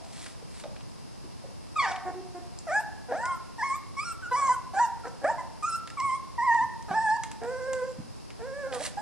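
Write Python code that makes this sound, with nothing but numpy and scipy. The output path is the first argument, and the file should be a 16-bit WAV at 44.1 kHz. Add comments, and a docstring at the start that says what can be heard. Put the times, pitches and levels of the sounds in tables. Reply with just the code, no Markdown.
"""Hiss, a faint camera whine and a soft bump open the scene; bedding rustles and claws tick on a plastic pen.
Then a young puppy calls from farther off in the small room, and nearer ones cry, yip and whimper.
Each cry is a gliding harmonic voice, with rasp while the folds settle or crack; a thin high squeak closes
many of the near ones. Contacts are dying bursts of coloured noise, rubs swelling grainy noise, the whine sines.
Two close microphones hear all this with dense wall echoes, the left a little later than the right."""
import sys
import numpy as np
from scipy import signal
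from scipy.fft import rfft, irfft, next_fast_len
from scipy.io import wavfile

SR = 44100
rng = np.random.default_rng(int(sys.argv[2]) if len(sys.argv) > 2 else 0)


def materialize(psi):
    """Save the field psi as 16-bit PCM at rate SR to the path in sys.argv[1].

    A 1-D psi becomes a single channel; in a 2-D psi each row is a channel.
    """
    bounded = np.clip(np.atleast_2d(psi).T, -1, 1)
    quanta = np.round(bounded * 32767).astype(np.int16)
    wavfile.write(sys.argv[1], SR, quanta)


N = 397341
TIME = np.arange(N) / SR
CUTOFF_HZ = 12700   # no voice harmonics are made above this

# the long near cries: overtones level/dB, bright upper harmonics level/dB, hoarse start t/s, rasp level/dB,
# half-pitch tone level/dB, closing squeak level/dB (practically silent near -75 and below),
# course of the voice as (t/s, f/Hz, level/dB before trim)
CRIES = [ (5.5, -40.5, 0.087, -16.5, -40, -54, [(2.67, 703.1, -35.5), (2.7, 586, -30.5), (2.722, 726, -29),
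         (2.736, 766, -29), (2.764, 848.4, -23), (2.796, 849, -26), (2.81, 944, -34.5)]),
         (-0.5, -48, 0.07, -3.5, -15.5, -58, [(3.085, 503, -42.5), (3.115, 477.5, -34), (3.153, 662, -30.5),
         (3.177, 806, -37), (3.197, 883, -36.5), (3.251, 1008, -28.5), (3.291, 1085, -31.5),
         (3.329, 1050, -29.5), (3.36, 1024, -41)]), (4.5, -41.5, 0.05, -18.5, -44, -53, [(3.582, 883, -41),
         (3.594, 946, -31.5), (3.618, 825, -31), (3.632, 1035, -24.5), (3.642, 1100, -27.5),
         (3.71, 1067, -29.5), (3.73, 1105, -29.5), (3.758, 1186, -35), (3.765, 1195, -46)]),
         (7, -37.5, 0.024, -28, -35, -54, [(3.968, 1094, -37.5), (3.994, 1115, -29), (4.024, 1272, -39.5),
         (4.036, 1256, -31), (4.042, 1353, -47), (4.058, 1413, -37), (4.125, 1332, -32.5)]),
         (-4.5, -37, 0.02, -32, -10, -59, [(4.312, 988, -34), (4.32, 1001, -26), (4.352, 974, -23.5),
         (4.366, 1127, -29), (4.4, 1154, -24), (4.412, 1112, -35), (4.424, 1106, -24), (4.486, 1054, -26.5),
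         (4.494, 983.5, -19), (4.524, 1036, -23.5), (4.549, 1033, -31)]),
         (-5.5, -38.5, 0.0247, -1, -18, -56, [(4.736, 794, -31), (4.752, 735, -32), (4.772, 802, -23),
         (4.784, 807, -26.5), (4.802, 946, -18.5), (4.816, 985, -20.5), (4.856, 917, -22),
         (4.864, 896, -47)]), (1, -44, 0.029, 2.5, -25, -79, [(5.217, 547, -38), (5.235, 533.3, -41),
         (5.249, 566.6, -24.5), (5.285, 817, -27.5), (5.301, 915, -20), (5.315, 968, -31.5),
         (5.327, 907, -38)]), (1, -36, 0.018, -22, -38, -51, [(5.625, 1222, -37), (5.647, 1230, -26.5),
         (5.669, 1372, -34), (5.677, 1370, -28.5), (5.737, 1322, -30.5), (5.751, 1378, -25),
         (5.765, 1350, -34)]), (-0.5, -44.5, .02, -29, -43, -79, [(5.972, 1168, -34.5), (5.99, 1087, -29.5),
         (6.01, 1028, -26.5), (6.03, 1127, -29), (6.07, 1087, -27.5), (6.098, 1046, -26),
         (6.136, 1057, -28.5), (6.158, 1100, -29), (6.17, 1130, -50)]),
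         (1, -48, .017, -36, -42, -62, [(6.38, 968, -30), (6.406, 923.5, -22.5), (6.442, 1065, -28.5),
         (6.456, 1088, -24.5), (6.48, 975, -23), (6.52, 906, -20.5), (6.548, 947, -23), (6.564, 961.6, -25),
         (6.588, 894, -22), (6.606, 894, -24.5), (6.618, 973, -24), (6.644, 1042, -29)]),
         (-4.5, -44, 0.063, -1.5, -10.5, -75, [(6.883, 847, -36), (6.907, 807.6, -36.5),
         (6.921, 749, -31.5), (6.945, 860, -28), (6.965, 892, -25.5), (6.989, 866, -24), (7.021, 918, -27),
         (7.067, 862, -24.5), (7.107, 861.8, -25.5), (7.169, 938, -27.5)]),
         (0.5, -46, 0.049, -1.5, -9, -80, [(7.415, 456.4, -40.5), (7.449, 467.3, -34.5),
         (7.527, 518.5, -33), (7.555, 504.6, -33), (7.599, 528, -36), (7.607, 514, -35), (7.667, 517, -31),
         (7.681, 539.3, -32), (7.697, 520.2, -31.5), (7.725, 523.3, -31), (7.807, 511.2, -30.5),
         (7.827, 508.3, -30), (7.861, 529.5, -36), (7.92, 515, -42.5)]),
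         (-0.5, -51, 0.033, -2.5, -13.5, -80, [(8.39, 463, -42.5), (8.42, 441, -38.5),
         (8.474, 540.3, -39.5), (8.524, 530.5, -38), (8.544, 564, -37.5), (8.606, 572.5, -37),
         (8.666, 523.7, -34), (8.68, 552, -43), (8.704, 556, -42), (8.726, 509, -35.5), (8.77, 487, -36.5),
         (8.794, 513.5, -38), (8.82, 640, -34)]), ]
# colour that the mouth gives to upper harmonics and breath: f/Hz, level/dB
MOUTH = [(500, -36), (1900, -11), (2500, -6.5), (2850, -6), (3300, -3), (3900, -11.5), (4600, -1.5),
         (5500, 5.5), (6200, -2), (6800, 2), (8300, 5.5), (9500, -6.5), (11500, -39)]


def from_db(db):
    """Decibels to gain."""
    return 10 ** (np.asarray(db) / 20)


def rms_one(x):
    """Scale to unit rms."""
    return x / np.sqrt(np.mean(x ** 2) + 1e-20)


def at_hz(points, hz, axis=1):
    """Read a column of a table on a log-frequency axis."""
    points = np.array(points)
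    return np.interp(np.log(np.maximum(hz, 1)), np.log(points[:, 0]), points[:, axis])


def coloured(x, spectrum):
    """Filter a sound by a table of f/Hz and level/dB; unit rms."""
    padded = next_fast_len(len(x))
    hz = np.fft.rfftfreq(padded, 1 / SR)
    filtered = irfft(rfft(x, padded) * from_db(at_hz(spectrum, hz)), padded)
    return rms_one(filtered[:len(x)])


def noise(spectrum, size=N):
    """Unit-rms noise with the given colour."""
    return coloured(rng.standard_normal(size), spectrum)


def drift(rate, size=N):
    """Random wander: straight lines between `rate` normal random values a second."""
    steps = np.arange(size) * rate / SR
    knots = np.arange(int(steps[-1]) + 2)
    return np.interp(steps, knots, rng.standard_normal(len(knots)))


def gate(t, start, end, edge):
    """One between start and end, with smooth edges centred on both."""
    return np.sin(np.pi / 2 * np.clip(np.minimum(t - start, end - t) / edge + .5, 0, 1)) ** 2


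def span(start, end):
    """Sample indices of a stretch, with a little room on both sides."""
    return np.arange(max(int((start - .01) * SR), 0), min(int((end + .025) * SR), N))


def background(whine_flutter_db=1.5, whine_waver=0.27):
    """Room rumble and microphone hiss, part common and part opposed, with the camera's wavering whine."""
    # noise alike at both microphones: f/Hz, level/dB per Hz
    common_colour = [(20, -23), (60, -5.5), (130, -3), (300, -2.5), (500, -4), (780, -3.5), (1020, -3),
                     (1400, -10.5), (2600, -13), (3600, -14.5), (5000, -11), (6500, -16.5), (10600, -20),
                     (11900, -39.5)]
    # noise of opposite sign at the two microphones: f/Hz, level/dB per Hz
    opposed_colour = [(10, -22), (25, -11), (60, -4.5), (110, -4), (220, -9), (450, -17.5), (800, -24.5),
                      (1000, -23.5), (1400, -34.5), (3200, -41.5), (5100, -30), (6500, -41), (11000, -32.5),
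                      (12300, -57)]
    # steady tones of the camera: f/Hz, level/dB
    whine_tones = [(2708, -72), (4797, -73.5), (5093, -72), (5394, -74), (5696, -75)]
    whine = 0
    for hz, db in whine_tones:
        level = from_db(db + whine_flutter_db * drift(22))
        whine = whine + level * np.sqrt(2) * np.sin(2 * np.pi * hz * TIME + whine_waver * drift(40))
    common = from_db(-54) * noise(common_colour)
    opposed = from_db(-43.0) * noise(opposed_colour)
    return common + whine + opposed * np.array([[1], [-1]])


def add_burst(out, s, level_db, spectrum, t60, rise=.0001):
    """A contact: coloured noise that rises quickly (slower for a soft body) and dies away."""
    start, t = max(int(s * SR), 0), TIME[:16384]
    decay = from_db(-60 * t / t60)
    burst = noise(spectrum, size=len(t)) * decay * (1 - np.exp(-t / rise))
    out[start:start + len(burst)] += from_db(level_db) * burst[:N - start]


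def bumps(skirt_db=-28.5):
    """Paws and bodies bump the floor and pen: soft blows excite a band around their centre."""
    # the blows: t/s, level/dB, centre f/Hz, time to fall 60 dB t/s
    blows = [(0.0, -51.5, 710, 0.83), (0.424, -40, 480, 0.029), (0.64, -29, 585, 0.081),
             (1.052, -49, 400, 0.046), (1.24, -42, 310, 0.11), (1.44, -37, 474, 0.084),
             (6.036, -47, 113, 0.14), (6.611, -44.5, 210, .12), (6.631, -44.5, 110, 0.17),
             (6.905, -33, 180, 0.046), (7.984, -32, 216, 0.095), (7.99, -36, 142.8, 0.092),
             (8.769, -57, 140, 0.2)]
    out = np.zeros(N)
    for s, db, hz, t60 in blows:
        low_side = [(hz / 10, -40), (hz / 2, skirt_db), (hz * 0.96, 0)]
        high_side = [(hz * 1.07, 0), (hz * 2, skirt_db), (hz * 10, -70)]
        add_burst(out, s, db, low_side + high_side, t60, rise=0.0019)
    return out


def rustle(level_db=5.0, grain_db=3.5, clump_db=-0.5):
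    """Paws rub bedding: each rub swells to a rounded top and fades; fibres catch and slip in clumps."""
    # the rubs: peak t/s, swell t/s, fade t/s, level/dB before trim
    rubs = [(0.05, 0.01, 0.012, -62), (0.22, .16, 0.13, -52), (0.585, 0.087, 0.065, -56.5),
            (8.742, 0.018, 0.031, -46.5), (8.815, 0.036, 0.034, -48.5), (8.868, 0.041, 0.017, -38)]
    # colour of the bedding: f/Hz, level/dB per Hz
    bedding = [(530, -10.5), (900, -6.5), (1990, 2), (2620, -2), (4110, 0), (6040, -3.5), (8410, 0.5),
               (10300, -1.5), (12500, -29), (16200, -63), (22000, -120)]
    level = 0
    for s, swell, fade, db in rubs:
        away = np.maximum((s - TIME) / swell, (TIME - s) / fade)
        level = level + from_db(db) / (1 + from_db(12) * away ** 3)
    grain = from_db(grain_db * drift(400) + clump_db * drift(90))
    return from_db(level_db) * level * rms_one(noise(bedding) * grain)


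def ticks(body_db=-2.5, edge_db=7.0):
    """Claws and teeth on the plastic fence: each tick has a hollow body and a sharper, shorter edge."""
    # the contacts: t/s, body level/dB before trim, edge level/dB before trim
    contacts = [(0.262, -34.5, -51), (0.5985, -41, -47), (0.6377, -37, -58), (0.7629, -41.5, -67),
                (0.807, -45, -60), (1.917, -30.5, -64), (1.961, -33.5, -50), (2.588, -67, -40),
                (3.2551, -38, -40), (5.8745, -35, -44.5), (5.9018, -39, -46), (6.0004, -40, -37.5),
                (6.545, -40, -46), (6.825, -55, -48), (7.235, -29.5, -33.5), (7.3147, -38, -39),
                (7.7318, -33.5, -36), (8.3035, -42, -55), (8.7246, -31, -59)]
    # colour of the hollow body: f/Hz, level/dB per Hz
    body_colour = [(400, -7), (1200, -1.5), (2400, 0), (3300, -3), (4800, -10.5), (7000, -41), (12000, -51)]
    # colour of the sharp edge: f/Hz, level/dB per Hz
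    edge_colour = [(2500, -36), (5000, 4.5), (8000, 3.5), (10500, -5), (13000, -30.5)]
    out = np.zeros(N)
    for s, body, edge in contacts:
        add_burst(out, s, body + body_db, body_colour, t60=0.039)
        add_burst(out, s, edge + edge_db, edge_colour, t60=0.014)
    return out


def overtone_balance(t, s, pitch):
    """Change of overtones in dB: the voice is purer as the folds start and stop and where it flips high."""
    starting = -13 * np.exp(-np.maximum(t - s[0], 0) / 0.004)
    stopping = -9 * np.exp(-np.maximum(s[-1] - t, 0) / 0.032)
    # falsetto: octaves above 750 Hz and above the cry's usual pitch
    falsetto = np.maximum(np.log2(pitch / max(np.median(pitch), 750)), 0)
    return starting + stopping - 20.5 * falsetto


def harmonics(phase, pitch, throat, overtone_db, shimmer_db=1.17):
    """The six lowest harmonics fall off from the folds and slide through the throat's resonances."""
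    folds_db_per_octave = -10
    orders = np.arange(1, 7)[:, None]
    folds_db = folds_db_per_octave * np.log2(orders) + overtone_db * (orders > 1)
    gains = from_db(at_hz(throat, orders * pitch) + folds_db)
    shimmer = from_db(shimmer_db * np.array([drift(150, len(pitch)) for _ in orders]))
    return (gains * shimmer * np.sin(orders * phase)).sum(0) / np.sqrt((gains ** 2).sum(0))


def upper_harmonics(phase, pitch, half, dull_db, flutter_db, limp):
    """A bright series at one shared level slides through the mouth; distance dulls it per octave."""
    orders = np.arange(2, 26)[:, None]
    flutter = flutter_db * np.array([drift(42.3, len(pitch)) for _ in orders])
    weights_db = at_hz(MOUTH, orders * pitch) + flutter + dull_db * np.log2(orders)
    weights = from_db(weights_db) * (orders * pitch < CUTOFF_HZ)
    # long and short cycles in turn fill the gaps between high harmonics
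    uneven = phase + limp * half * np.sin(phase / 2)
    return (weights * np.cos(orders * uneven)).sum(0) / np.sqrt((weights ** 2).sum(0))


def rasp_and_air(phase, sharpness=31.0, uneven_db=6.0, turbulence=3.8):
    """The folds snap shut on every second cycle with uneven force, each time with a puff of turbulent air."""
    # colour of the rasp: f/Hz, level/dB per Hz
    rasp_colour = [(60, -46), (200, -5), (450, -14), (760, 11), (1150, -27), (1600, -2), (2300, -25.5),
                   (3200, -33), (7000, -35.5), (12000, -43)]
    snaps = np.exp(sharpness * (np.cos(phase / 2) - 1)) * from_db(uneven_db * drift(300, len(phase)))
    puffs = snaps * rng.standard_normal(len(phase))
    rasp = coloured(snaps - snaps.mean() + turbulence * puffs, rasp_colour)
    air = coloured(puffs, MOUTH + [(14000, -43)])
    return rasp, air


def cry(course, overtone_db, shrill_db, hoarse_s, rasp_db, half_db, throat, dull_db, jitter=0.0068,
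        hoarse_jitter=0.0416, hoarse_shimmer_db=5.0, flutter_db=8.0, tremor_db=1.5, waver=0.008, limp=3.5,
        voice_db=-0.4, bright_db=-5.0, tension_db=10.5, upper_half_db=3.5, settling=4.8, edge=0.0037,
        release_cycles=3.7):
    """Vocal folds: strong low harmonics, a bright series from the mouth, rasp until they settle or on cracks."""
    # the voice cracks in mid-cry: start t/s, end t/s, rasp level/dB, half-pitch tone level/dB
    cracks = [(1.824, 1.924, -11.5, -26), (4.345, 4.542, -25, -28), (4.77, 4.795, -13, -45),
              (5.28, 5.33, -10.5, -37), (8.674, 8.83, -10, -18)]
    s, *columns = np.transpose(course)
    n = span(s[0], s[-1])
    t, size = n / SR, len(n)
    age = np.maximum(t - s[0], 0)
    pitch, loudness = [np.interp(t, s, column) for column in columns]
    starting = gate(t, s[0], np.inf, edge)
    stopping = gate(t, -np.inf, s[-1] + edge / 2, release_cycles / pitch[-1])

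    # the upper harmonics come in as the mouth opens, and share a fifth of the swing in loudness
    bright = shrill_db + 0.2 * (loudness - loudness.max()) - 8.5 * np.exp(-age / 0.02)
    # octaves below 852 Hz, where the folds are slack and waver
    slack = np.maximum(np.log2(852 / pitch), 0)
    unsettled = np.exp(-(age / hoarse_s) ** settling)
    hoarse = from_db(rasp_db) * unsettled
    half = from_db(half_db) * unsettled
    for start, end, crack_rasp_db, crack_half_db in cracks:
        cracked = gate(t, start - edge, end + edge, edge)
        hoarse = hoarse + from_db(crack_rasp_db) * cracked
        half = half + from_db(crack_half_db) * cracked

    wander = waver * slack * drift(24.03, size) + jitter * drift(249.5, size)
    pitch = pitch * (1 + wander + hoarse_jitter * hoarse * drift(396, size))
    phase = 2 * np.pi * np.cumsum(pitch) / SR

    low = harmonics(phase, pitch, throat, overtone_db + overtone_balance(t, s, pitch))
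    low = low * from_db(hoarse_shimmer_db * hoarse * drift(500, size))
    # slack folds close softly and give weaker upper harmonics
    upper = upper_harmonics(phase, pitch, half, dull_db, flutter_db, limp)
    upper = upper * from_db(bright + bright_db - tension_db * slack)
    # strong and weak cycles in turn put tones halfway between the harmonics
    doubled = half * (np.sin(phase / 2) + from_db(upper_half_db) * np.sin(3 * phase / 2))
    rasp, air = rasp_and_air(phase)

    tonal = np.sqrt(2) * (low + doubled)
    body = (tonal + hoarse * rasp) / np.hypot(1, hoarse)
    body = body * from_db(loudness + voice_db + tremor_db * drift(45, size))
    breath = from_db(bright - 15) * air
    voice = (body + np.sqrt(2) * upper + breath) * starting * stopping
    # so small a body radiates little below 226 Hz
    out = np.zeros(N)
    out[n] = signal.sosfilt(signal.butter(2, 226, "high", fs=SR, output="sos"), voice)
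    return out


def short_call(row, throat, dull_db, half_below_db=-23.5):
    """A short call: one straight glide that peaks early in loudness, then sags."""
    start, length, first_hz, last_hz, db, overtone_db, shrill_db, rasp_db = row
    share = np.array([0, 0.25, 1])   # start, peak and end as parts of the length
    pitch = first_hz + (last_hz - first_hz) * share
    course = np.transpose([start + length * share, pitch, db + np.array([-7, 0, -2.5])])
    return cry(course, overtone_db, shrill_db, length, rasp_db, rasp_db + half_below_db, throat, dull_db)


def far_puppy(dull_db=-9.5):
    """From farther off, with a duller top: one unsteady, falling yelp, then short low sounds."""
    # the yelp: t/s, f/Hz, level/dB before trim
    yelp_course = [(1.757, 1286, -44), (1.765, 1250, -25), (1.779, 1269, -31.5), (1.801, 1108, -19.5),
                   (1.817, 1115, -25.5), (1.829, 979.5, -29), (1.851, 908.5, -24.5), (1.863, 765, -28.5),
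                   (1.907, 749.5, -31), (1.92, 733, -31)]
    # low woofs, the second row perhaps only the room ringing after the first: start t/s, length t/s,
    # first f/Hz, last f/Hz, level/dB before trim, overtones level/dB, bright upper harmonics level/dB,
    # rasp level/dB
    low_sounds = [(2.053, 0.053, 368.7, 357.3, -31, 6, -47, -7.5),
                  (2.147, 0.061, 367, 373.6, -35.5, -12, -59, -30),
                  (2.346, 0.041, 360.5, 355.5, -37, 0.5, -47, -18)]
    # resonances of the far puppy's throat: f/Hz, level/dB
    far_throat = [(360, 2), (730, 13.5), (1100, 8), (1600, 4.5), (2000, 9.5), (2400, 2), (2650, -11),
                  (3600, 1), (3900, -11), (4500, 6), (5200, -12), (7000, -20)]
    yelp = cry(yelp_course, overtone_db=13.5, shrill_db=-36.5, hoarse_s=0.027, rasp_db=-26.0,
               half_db=-40.0, throat=far_throat, dull_db=dull_db, jitter=0.012)
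    return yelp + sum(short_call(row, far_throat, dull_db) for row in low_sounds)


def near_puppies():
    """Close to the microphones: long cries with short yips between them."""
    # the yips: start t/s, length t/s, first f/Hz, last f/Hz, level/dB before trim, overtones level/dB,
    # bright upper harmonics level/dB, rasp level/dB
    yips = [(4.223, 0.05, 1545, 1360, -38.5, 16, -49.5, -36),
            (4.254, 0.044, 1393, 1474, -36.5, 1, -63, -24), (5.043, 0.043, 462, 514, -38, 10, -41, 4.5),
            (5.379, .032, 1051, 994, -34, 6, -48, -13), (8.972, 0.034, 809, 844, -28, -9, -47, -13)]
    # resonances of a near puppy's throat: f/Hz, level/dB
    near_throat = [(400, -4.5), (520, 1.5), (900, 0.5), (1100, -2.5), (1300, -1.5), (1500, 4.5),
                   (1700, 11.5), (1900, 1), (2150, -3.5), (2350, -1), (2600, -14), (3200, -41.5),
                   (6000, -48)]
    cries = sum(cry(course, *voice, near_throat, 0) for *voice, _, course in CRIES)
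    return cries + sum(short_call(row, near_throat, 0) for row in yips)


def whistle(start, end, first_hz, last_hz, level_db, waver):
    """A thin, unsteady gliding tone: one sine with a wavering pitch."""
    out, n = np.zeros(N), span(start, end)
    t = n / SR
    pitch = np.interp(t, [start, end], [first_hz, last_hz]) * (1 + waver * drift(270, len(n)))
    tone = np.sqrt(2) * np.sin(2 * np.pi * np.cumsum(pitch) / SR)
    out[n] = from_db(level_db) * tone * gate(t, start, end, 0.0025)
    return out


def thin_tones():
    """Whimpers, and a falling squeak, as the throat closes, that ends many of the long near cries."""
    # thin whimpers among the cries: start t/s, end t/s, first f/Hz, last f/Hz, level/dB
    whimpers = [(3.233, 3.297, 1466, 1416, -36), (3.281, 3.38, 1487, 1326, -43.5),
                (4.52, 4.552, 1550, 1440, -37.5), (4.78, 4.81, 1497, 1370, -36.5),
                (5.037, 5.063, 1400, 1275, -43), (8.634, 8.717, 1560, 1325, -51.5),
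                (8.728, 8.79, 1280, 1150, -47.5)]
    out = sum(whistle(*row, waver=.006) for row in whimpers)
    for *_, squeak_db, course in CRIES:
        start = course[-1][0] - .012   # just before the cry ends
        out = out + whistle(start, start + .022, 11900, 11300, squeak_db, waver=.012)
    return out


def room(x, delay_s=0.0017, spread_db=-17.5):
    """Dense wall echoes die band by band, more alike at the two close microphones the lower the band."""
    # the small room: f/Hz, time to fall 60 dB t/s, echo level/dB before each source's own trim
    walls = [(149, 0.62, -4), (410, 0.43, 2), (885, 0.76, 0), (2010, 0.56, -1), (4000, 0.45, -2),
             (10500, 0.15, 1.5)]
    t, response = TIME[:SR], 0
    edges = np.geomspace(80, 14000, num=9)
    for low, high in zip(edges, edges[1:]):
        hz = np.sqrt(low * high)
        band_pass = signal.butter(2, [low, high], "band", fs=SR, output="sos")
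        band = signal.sosfilt(band_pass, rng.standard_normal((2, SR)))
        decay = from_db(-60 * t / at_hz(walls, hz)) * (t > delay_s)
        level = from_db(at_hz(walls, hz, axis=2))
        mid, side = band * decay / np.sqrt(np.sum(decay ** 2)) * level
        width = min(from_db(spread_db) * hz / 1000, 1)
        response = response + (mid + width * side * np.array([[1], [-1]])) / np.hypot(1, width)
    return signal.fftconvolve(x[None], response, axes=1)[:, :N]


def scene():
    """The puppies are a little to the right: the left microphone hears them later and mostly softer."""
    # balance of the two microphones: t/s, left minus right level/dB
    balance = [(1.8, 0.2), (2.2, -1), (2.8, 0.1), (4.8, -0.9), (5.7, -0.9), (8.7, -3)]
    left_lag_s = 3.7e-5
    knocks, far = bumps(), far_puppy()
    near = rustle() + ticks() + near_puppies() + thin_tones()
    direct = near + far + knocks
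    # a windowed sinc delays by a fraction of a sample
    taps = np.arange(-16, 17)
    late = np.convolve(direct, np.sinc(taps - left_lag_s * SR) * np.hanning(len(taps)), "same")
    # against its direct sound, the far puppy sends more into the room than the near ones
    echoes = room(from_db(-7.5) * near + from_db(-4) * far + from_db(-5.5) * knocks)
    pan_db = np.interp(TIME, *np.transpose(balance))
    return (np.array([late, direct]) + echoes) * from_db([pan_db / 2, -pan_db / 2]) + background()


def record(dry):
    """The top is cut steeply, to 60 dB down at 500 Hz above the cutoff."""
    low_pass = signal.cheby2(16, 60, CUTOFF_HZ + 500, fs=SR, output="sos")
    return signal.sosfilt(low_pass, dry)


dry = scene()
out = record(dry)
materialize(out)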